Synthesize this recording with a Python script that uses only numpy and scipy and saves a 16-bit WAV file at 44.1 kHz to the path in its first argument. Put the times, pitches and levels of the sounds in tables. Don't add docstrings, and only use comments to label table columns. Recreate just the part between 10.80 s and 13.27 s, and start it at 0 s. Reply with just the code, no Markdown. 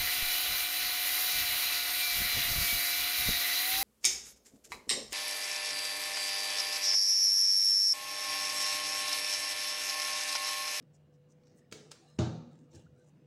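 import sys
import numpy as np
from scipy import signal
from scipy.fft import rfft, irfft, next_fast_len
from scipy.io import wavfile
from scipy.ndimage import uniform_filter1d, map_coordinates

SR = 44100
rng = np.random.default_rng(int(sys.argv[2]) if len(sys.argv) > 2 else 0)


def level_to_linear(level):
    exponent = np.asarray(level, float) / 20
    return 10 ** exponent


def bounce(signal):
    frames = np.transpose(np.atleast_2d(signal))
    limited = np.clip(frames, -1, 1)
    pcm = np.round(limited * 32767).astype(np.int16)
    wavfile.write(sys.argv[1], SR, pcm)


N = 108794
TIME_S = np.arange(N) / SR


def unit(x):
    return x / np.sqrt(np.mean(x ** 2) + 1e-20)


def along(points, hz):
    f, v = np.transpose(points)
    return np.interp(np.log(hz + 1), np.log(f + 1), v)


def filtered(x, response):
    m = next_fast_len(len(x) + 8192)
    return irfft(rfft(x, m) * response(np.fft.rfftfreq(m, 1 / SR)), m)[:len(x)]


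def resonant(x, peaks):
    def response(f):
        total = 0
        for k, (centre, width, db) in enumerate(peaks):
            damping = 1j * f * width
            total = total + (-1) ** k * level_to_linear(db) * damping / (centre * centre - f * f + damping)
        return total
    return filtered(x, response)


def hiss(spectrum):
    return unit(filtered(rng.standard_normal(N), lambda hz: level_to_linear(along(spectrum, hz))))


def wobble(rate):
    knots = rng.standard_normal(int(N * rate / SR) + 4)
    return map_coordinates(knots, [np.arange(N) * rate / SR])


def strike(s, rise_s, t60):
    t = np.maximum(TIME_S - s, 0)
    return (1 - np.exp(-t / rise_s)) * level_to_linear(-60 * t / t60)


def swell(s, half_s):
    return np.exp(-((TIME_S - s) / half_s) ** 2)


def streaky(x, depth_db):
    z = signal.stft(x, nperseg=512)[2]
    field = rng.standard_normal(z.shape)
    field = uniform_filter1d(uniform_filter1d(field, 2, 0), 16, 1)
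    return signal.istft(z * level_to_linear(depth_db * unit(field)), nperseg=512)[1][:N]


# f/Hz, width/Hz, level/dB
HUM = [(148.5, 6, -65.5), (241.6, 4, -83), (494, 2.6, -72), (2845, 26, -94.5), (1750, 220, -99)]
# t/s, f/Hz, level/dB
WHINE = [(.55, 1650, -100), (.7, 1800, -87), (.85, 1900, -84), (1.0, 1950, -106), (2.1, 1400, -104),
         (2.2, 1500, -90), (2.3, 1550, -102)]
# f/Hz, level/dB (per Hz)
AIR = [(30, -47), (76, -17.5), (150, -7.5), (392, -17.5), (560, -19.5), (900, -32), (3000, -40.5),
       (8000, -51), (13000, -61)]


def kitchen():
    hum = np.zeros(N)
    for hz, width_hz, db in HUM:
        tone = 1.88 * np.sin(2 * np.pi * hz * TIME_S + 1.24 * wobble(4.39))
        band = unit(resonant(rng.standard_normal(N), [(hz, width_hz, 0)]))
        hum += level_to_linear(db) * unit(tone + band)
    s, hz, db = np.transpose(WHINE)
    level = level_to_linear(np.interp(TIME_S, s, db)) * wobble(350)
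    pitch = np.interp(TIME_S, s, hz) + 160 * wobble(150)
    whine = level * np.sin(2 * np.pi * np.cumsum(pitch) / SR)
    air_db = -67 + 0.7 * wobble(7.8)
    return hum + whine + level_to_linear(air_db) * unit(streaky(hiss(AIR), depth_db=2.5))


# t/s (middle), level/dB, half length/s, f/Hz
SLIDES = [(0.024, -59, 0.0086, 251), (0.146, -71.5, 0.0072, 7500), (0.154, -75.5, 0.013, 5420),
          (0.203, -86.5, 0.032, 2810), (0.212, -69, .04, 83.6), (0.673, -83, .01, 5640),
          (0.676, -81, 0.0074, 7320), (0.71, -86, 0.014, 4800), (.725, -88, .012, 5660),
          (0.795, -77, .012, 6770), (0.817, -91, 0.094, 5140), (0.805, -82.5, 0.078, 1860),
          (0.872, -92, 0.037, 2950), (1, -65, 0.024, 428), (1.26, -72, 0.045, 750),
          (1.727, -76, 0.043, 1250), (1.777, -86, 0.07, 1704), (1.843, -58, 0.029, 261.5),
          (1.918, -77, 0.0088, 7100), (1.931, -78, 0.019, 3934), (1.923, -77, 0.016, 5900),
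          (1.963, -60.5, 0.034, 333), (1.972, -78, 0.062, 883), (1.968, -76, 0.032, 1696),
          (1.977, -76, 0.011, 3950), (2.004, -80, 0.057, 2760), (2.054, -87, .02, 4050),
          (2.078, -67, 0.04, 85), (2.069, -66.5, 0.0056, 1299), (2.166, -81, 0.031, 1406),
          (2.208, -76, 0.029, 1523), (2.213, -83.5, 0.037, 3920), (2.195, -84, 0.017, 8900)]


def slides():
    rough, flutter_db = 0.09, 4.5
    out = np.zeros(N)
    for s, db, half_s, hz in SLIDES:
        rate = 40 + hz * rough
        pitch = hz * (1 + rough * 0.5 * wobble(rate))
        level = level_to_linear(db + flutter_db * wobble(rate / 2)) * swell(s, half_s)
        out += level * np.sin(2 * np.pi * np.cumsum(pitch) / SR)
    return out


# f/Hz, T60/s
KITCHEN = [(100, 0.61), (500, 0.72), (2000, 0.56), (5000, 0.57), (9000, 0.46), (14000, 0.31)]


def room(x):
    wall_s = 0.003
    hz, t, z = signal.stft(rng.standard_normal(SR), SR, nperseg=256)
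    decay = level_to_linear(-60 * t / along(KITCHEN, hz)[:, None])
    tail = signal.istft(z * decay, SR, nperseg=256)[1]
    delayed = np.pad(x, (round(wall_s * SR), 0))
    return signal.fftconvolve(delayed, tail / np.linalg.norm(tail))[:N]


def wash(s, spectrum, peaks=()):
    blow = np.zeros(N)
    blow[round(s * SR)] = SR
    tail = filtered(room(blow), lambda hz: level_to_linear(along(spectrum, hz)))
    if len(peaks):
        tail = tail + 1.805 * resonant(tail, peaks)
    return tail * strike(s, 0.0015, t60=SR)


# t/s, level/dB, f/Hz, T60/s
TICKS = [(0.0256, -60, 5300, 0.0096), (0.344, -76, 3660, 0.014), (.635, -63, 4400, 0.011),
         (.652, -73, 5500, .008), (0.67, -59.5, 5670, 0.0078), (0.704, -71.5, 5290, 0.015),
         (0.7737, -71, 8800, 0.011), (0.792, -62.5, 5420, 0.016), (1.789, -64, 6500, 0.018),
         (1.915, -65, 5800, 0.01), (1.949, -55, 8800, 0.012), (1.963, -56, 6350, 0.012),
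         (2.196, -68, 6500, 0.014), (2.278, -74, 6650, 0.0093)]
# t/s (middle), level/dB, half length/s, f/Hz (centre), body level/dB
BRUSHES = [(0.152, -74.5, 0.015, 6800, -11), (0.348, -85.5, 0.021, 6000, -5),
           (0.513, -77, 0.019, 6500, -15), (0.71, -83.5, 0.077, 5500, -3), (0.77, -90, .025, 14800, -28),
           (0.782, -77, 0.021, 7600, -9), (1.274, -84, 0.18, 7800, -17), (1.736, -82, 0.043, 6500, 10),
           (1.816, -85, 0.043, 6500, -3), (1.937, -77, 0.019, 6500, 7.5), (1.958, -65.5, 0.021, 6300, 0),
           (1.981, -76, 0.058, 6500, 9), (2.22, -84, 0.067, 6500, 1.5), (2.285, -83, 0.026, 7200, -1)]
# f/Hz, level/dB (per Hz)
BRUSH_BODY = [(150, 4), (350, 3), (900, -0.5), (1100, -18), (4000, -12), (6000, -37)]
# f/Hz, width/Hz, level/dB
SQUEAK = [(1180, 90, -5), (1730, 60, -5), (1940, 70, -8), (2840, 90, -4), (4020, 170, 1), (5210, 90, 0),
          (6530, 250, -10), (600, 80, 0)]


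def fingers():
    out = np.zeros(N)
    for s, db, half_s, hz, body_db in BRUSHES:
        band = [(hz, hz / 1.55, 0)]
        rub = rng.standard_normal(N)
        for _ in range(3):
            rub = resonant(rub, band)
        rub = unit(rub) + level_to_linear(body_db) * hiss(BRUSH_BODY)
        out += level_to_linear(db + 3.5 * wobble(370)) * swell(s, half_s) * rub
    for s, db, hz, t60 in TICKS:
        narrow = resonant(rng.standard_normal(N), [(hz, hz / 14, 0)])
        tone = strike(s, 0.0021, t60) * unit(resonant(narrow, [(hz, hz / 8, 0)]))
        snap = 0.5 * strike(s, 0.00026, 0.012) * hiss(PAT)
        out += level_to_linear(db + 1.0) * (tone + snap)
    squeak = resonant(rng.standard_normal(N), SQUEAK)
    squeak = unit(resonant(squeak, [(hz, width_hz * 2, 0) for hz, width_hz, db in SQUEAK]))
    out += level_to_linear(-71) * swell(1.306, 0.059) * squeak
    return out + level_to_linear(-14) * room(out)


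# f/Hz, level/dB, T60/s
TABLE = [(92.1, 2.5, 0.22), (120.1, -1.5, 0.43), (161.6, -6, 0.8), (222, -12.5, 0.25), (240, -15, 0.88),
         (309.4, -10, 0.45), (333.2, -0.5, 0.19), (404, -5.5, 0.27), (540, -36, 0.17), (618.7, -6, 0.2),
         (722, -27, 0.31), (779, -20, 0.52), (906.4, -22.5, 0.25), (1170, -32, 0.22)]


def ring(s, rise_s, weight):
    t = TIME_S - s
    out = np.zeros(N)
    for hz, db, t60 in TABLE:
        level = level_to_linear(db + rng.normal(0, 1)) * weight(hz)
        drift = 0.86 * np.clip(t / 0.09, 0, 1) * wobble(18)
        out += level * strike(s, rise_s, t60) * np.sin(2 * np.pi * hz * t + drift)
    return out


# t/s, level/dB, rise/s, f/Hz (centre)
PRESSES = [(0.221, -63, .02, 240), (0.751, -36, 0.037, 244), (0.938, -43, 0.035, 101),
           (1.131, -63, 0.0079, 89), (1.203, -48.5, 0.014, 340), (1.699, -54, 0.0058, 174),
           (1.767, -40.5, 0.013, 210), (1.848, -33, 0.044, 260), (1.961, -37, 0.0201, 101),
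           (1.95, -39, 0.014, 266), (2.039, -42, 0.011, 166), (2.11, -49, 0.0091, 98)]


def presses():
    out = np.zeros(N)
    for s, db, rise_s, mid_hz in PRESSES:
        start = s - rise_s
        modes = ring(start, rise_s, lambda hz: 1 / (1 + (4 * np.log(hz / mid_hz)) ** 2))
        out += level_to_linear(db) * modes * strike(start, rise_s, 0.35)
    return out


# t/s, level/dB, lead-in/s, length/s, body level/dB
PATS = [
    (.9212, -46, .0072, .008, 1),
    (1.1147, -46, .0048, .002, -24),
]
# f/Hz, level/dB (per Hz)
PAT = [(400, -8), (1000, -13), (1700, -10), (3200, -10.5), (4300, -9), (7200, -10), (12500, -27),
       (15800, -33.5)]
# f/Hz, level/dB, T60/s
PALM = [(435, -2, .045), (345, -8, .04), (620, -14, .03)]


def pats():
    out = np.zeros(N)
    for s, db, lead_s, long_s, body_db in PATS:
        middle = s + long_s / 2
        shape = (TIME_S > s) * np.exp(-((TIME_S - s - long_s / 2) / long_s * 3.8) ** 2)
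        shape = shape + 0.74 * strike(middle, 0.00023, 0.054)
        touch = s - lead_s
        lead_shape = strike(touch, 0.00018, 0.021) + 0.52 * strike(touch, 0.0025, 0.15)
        lead = level_to_linear(-12) * lead_shape * unit(resonant(hiss(PAT), [(5500, 18000, 0)]))
        palm = np.zeros(N)
        for hz, level, t60 in PALM:
            palm += level_to_linear(level) * strike(s, 0.00082, t60) * np.sin(2 * np.pi * hz * (TIME_S - s))
        palm *= level_to_linear(db + body_db)
        slap = shape * hiss(PAT) * level_to_linear(3 * wobble(900))
        slap *= 1.36 * np.linalg.norm(shape) / np.linalg.norm(slap)
        out += level_to_linear(db) * (slap + lead) + palm + 1.8 * room(palm)
        out += level_to_linear(db - 50.5) * long_s ** 0.5 * 7 * wash(s, PAT)
    return out


# f/Hz, level/dB (per Hz)
CRACK = [(500, -30), (1000, -4), (2000, 1), (3000, -4), (6000, -5), (9000, -17), (12000, -30), (15800, -50)]
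# f/Hz, level/dB (per Hz)
THUD = [(45, -37), (90, -11), (190, -0.5), (630, -15.5), (900, -13.5), (1050, -56), (1300, -29),
        (2500, -44), (5000, -100)]
# f/Hz, level/dB (per Hz)
SMACK = [(710, -16), (1200, 5.5), (1710, -4), (3250, -14), (3810, -10), (4980, -11.5), (6510, -3.5),
         (10800, -26), (15500, -48)]
# f/Hz, width/Hz, level/dB
MAT = [(3680, 650, 1.5), (6500, 5300, -0.5), (2840, 430, -2), (4770, 300, -6.5)]


def drop():
    s, settle_s, rise_s = 1.3893, 0.0082, 0.002
    first = ring(s, rise_s, lambda hz: 1 / (1 + (110 / hz) ** 2))
    bulk = level_to_linear(3.5) * ring(s + settle_s, rise_s, lambda hz: 1 / (1 + (hz / 300) ** 2))
    boom = level_to_linear(-30) * (first + bulk)
    push = level_to_linear(-23) * strike(s, 0.00059, 0.04) * np.sin(2 * np.pi * 245 * (TIME_S - s))
    thud = level_to_linear(-30) * hiss(THUD) * strike(s, 0.00032, 0.06)
    contact = strike(s, 0.0008, 0.010) + 0.12 * strike(s - 0.004, 0.002, 0.03)
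    smack = level_to_linear(-27) * hiss(CRACK) * contact
    modes = [(hz, 12, 1.5) for hz, db, t60 in TABLE]
    thud_wash = level_to_linear(-76) * wash(s, THUD, modes)
    smack_wash = level_to_linear(-96) * streaky(wash(s, SMACK, MAT), depth_db=2.0) * strike(s, 0.001, t60=SR)
    return boom + push + thud + smack + thud_wash + smack_wash


def scene():
    hands = streaky(pats(), depth_db=2.5) + streaky(fingers(), depth_db=3)
    return (kitchen() + slides() + presses() + hands + drop())[None]


def roll_off(x):
    return signal.sosfilt(signal.butter(12, 16290, fs=SR, output="sos"), x)


# f/Hz, level/dB
MIC = [(40, -13), (62, -3.5), (85, 0.5), (9000, 0), (13000, -8), (14300, 3), (15200, 8)]


def record(dry):
    rumble = hiss([(20, -11.5), (60, -6.0), (90, -41)])
    own = level_to_linear(-97) * (rng.standard_normal(N) + 2.5 * rumble)
    heard = filtered(dry[0], lambda hz: level_to_linear(along(MIC, hz))) + own
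    mix = filtered(heard, lambda hz: hz < 15850)[None]
    return roll_off(mix)


dry = scene()
out = record(dry)
bounce(out)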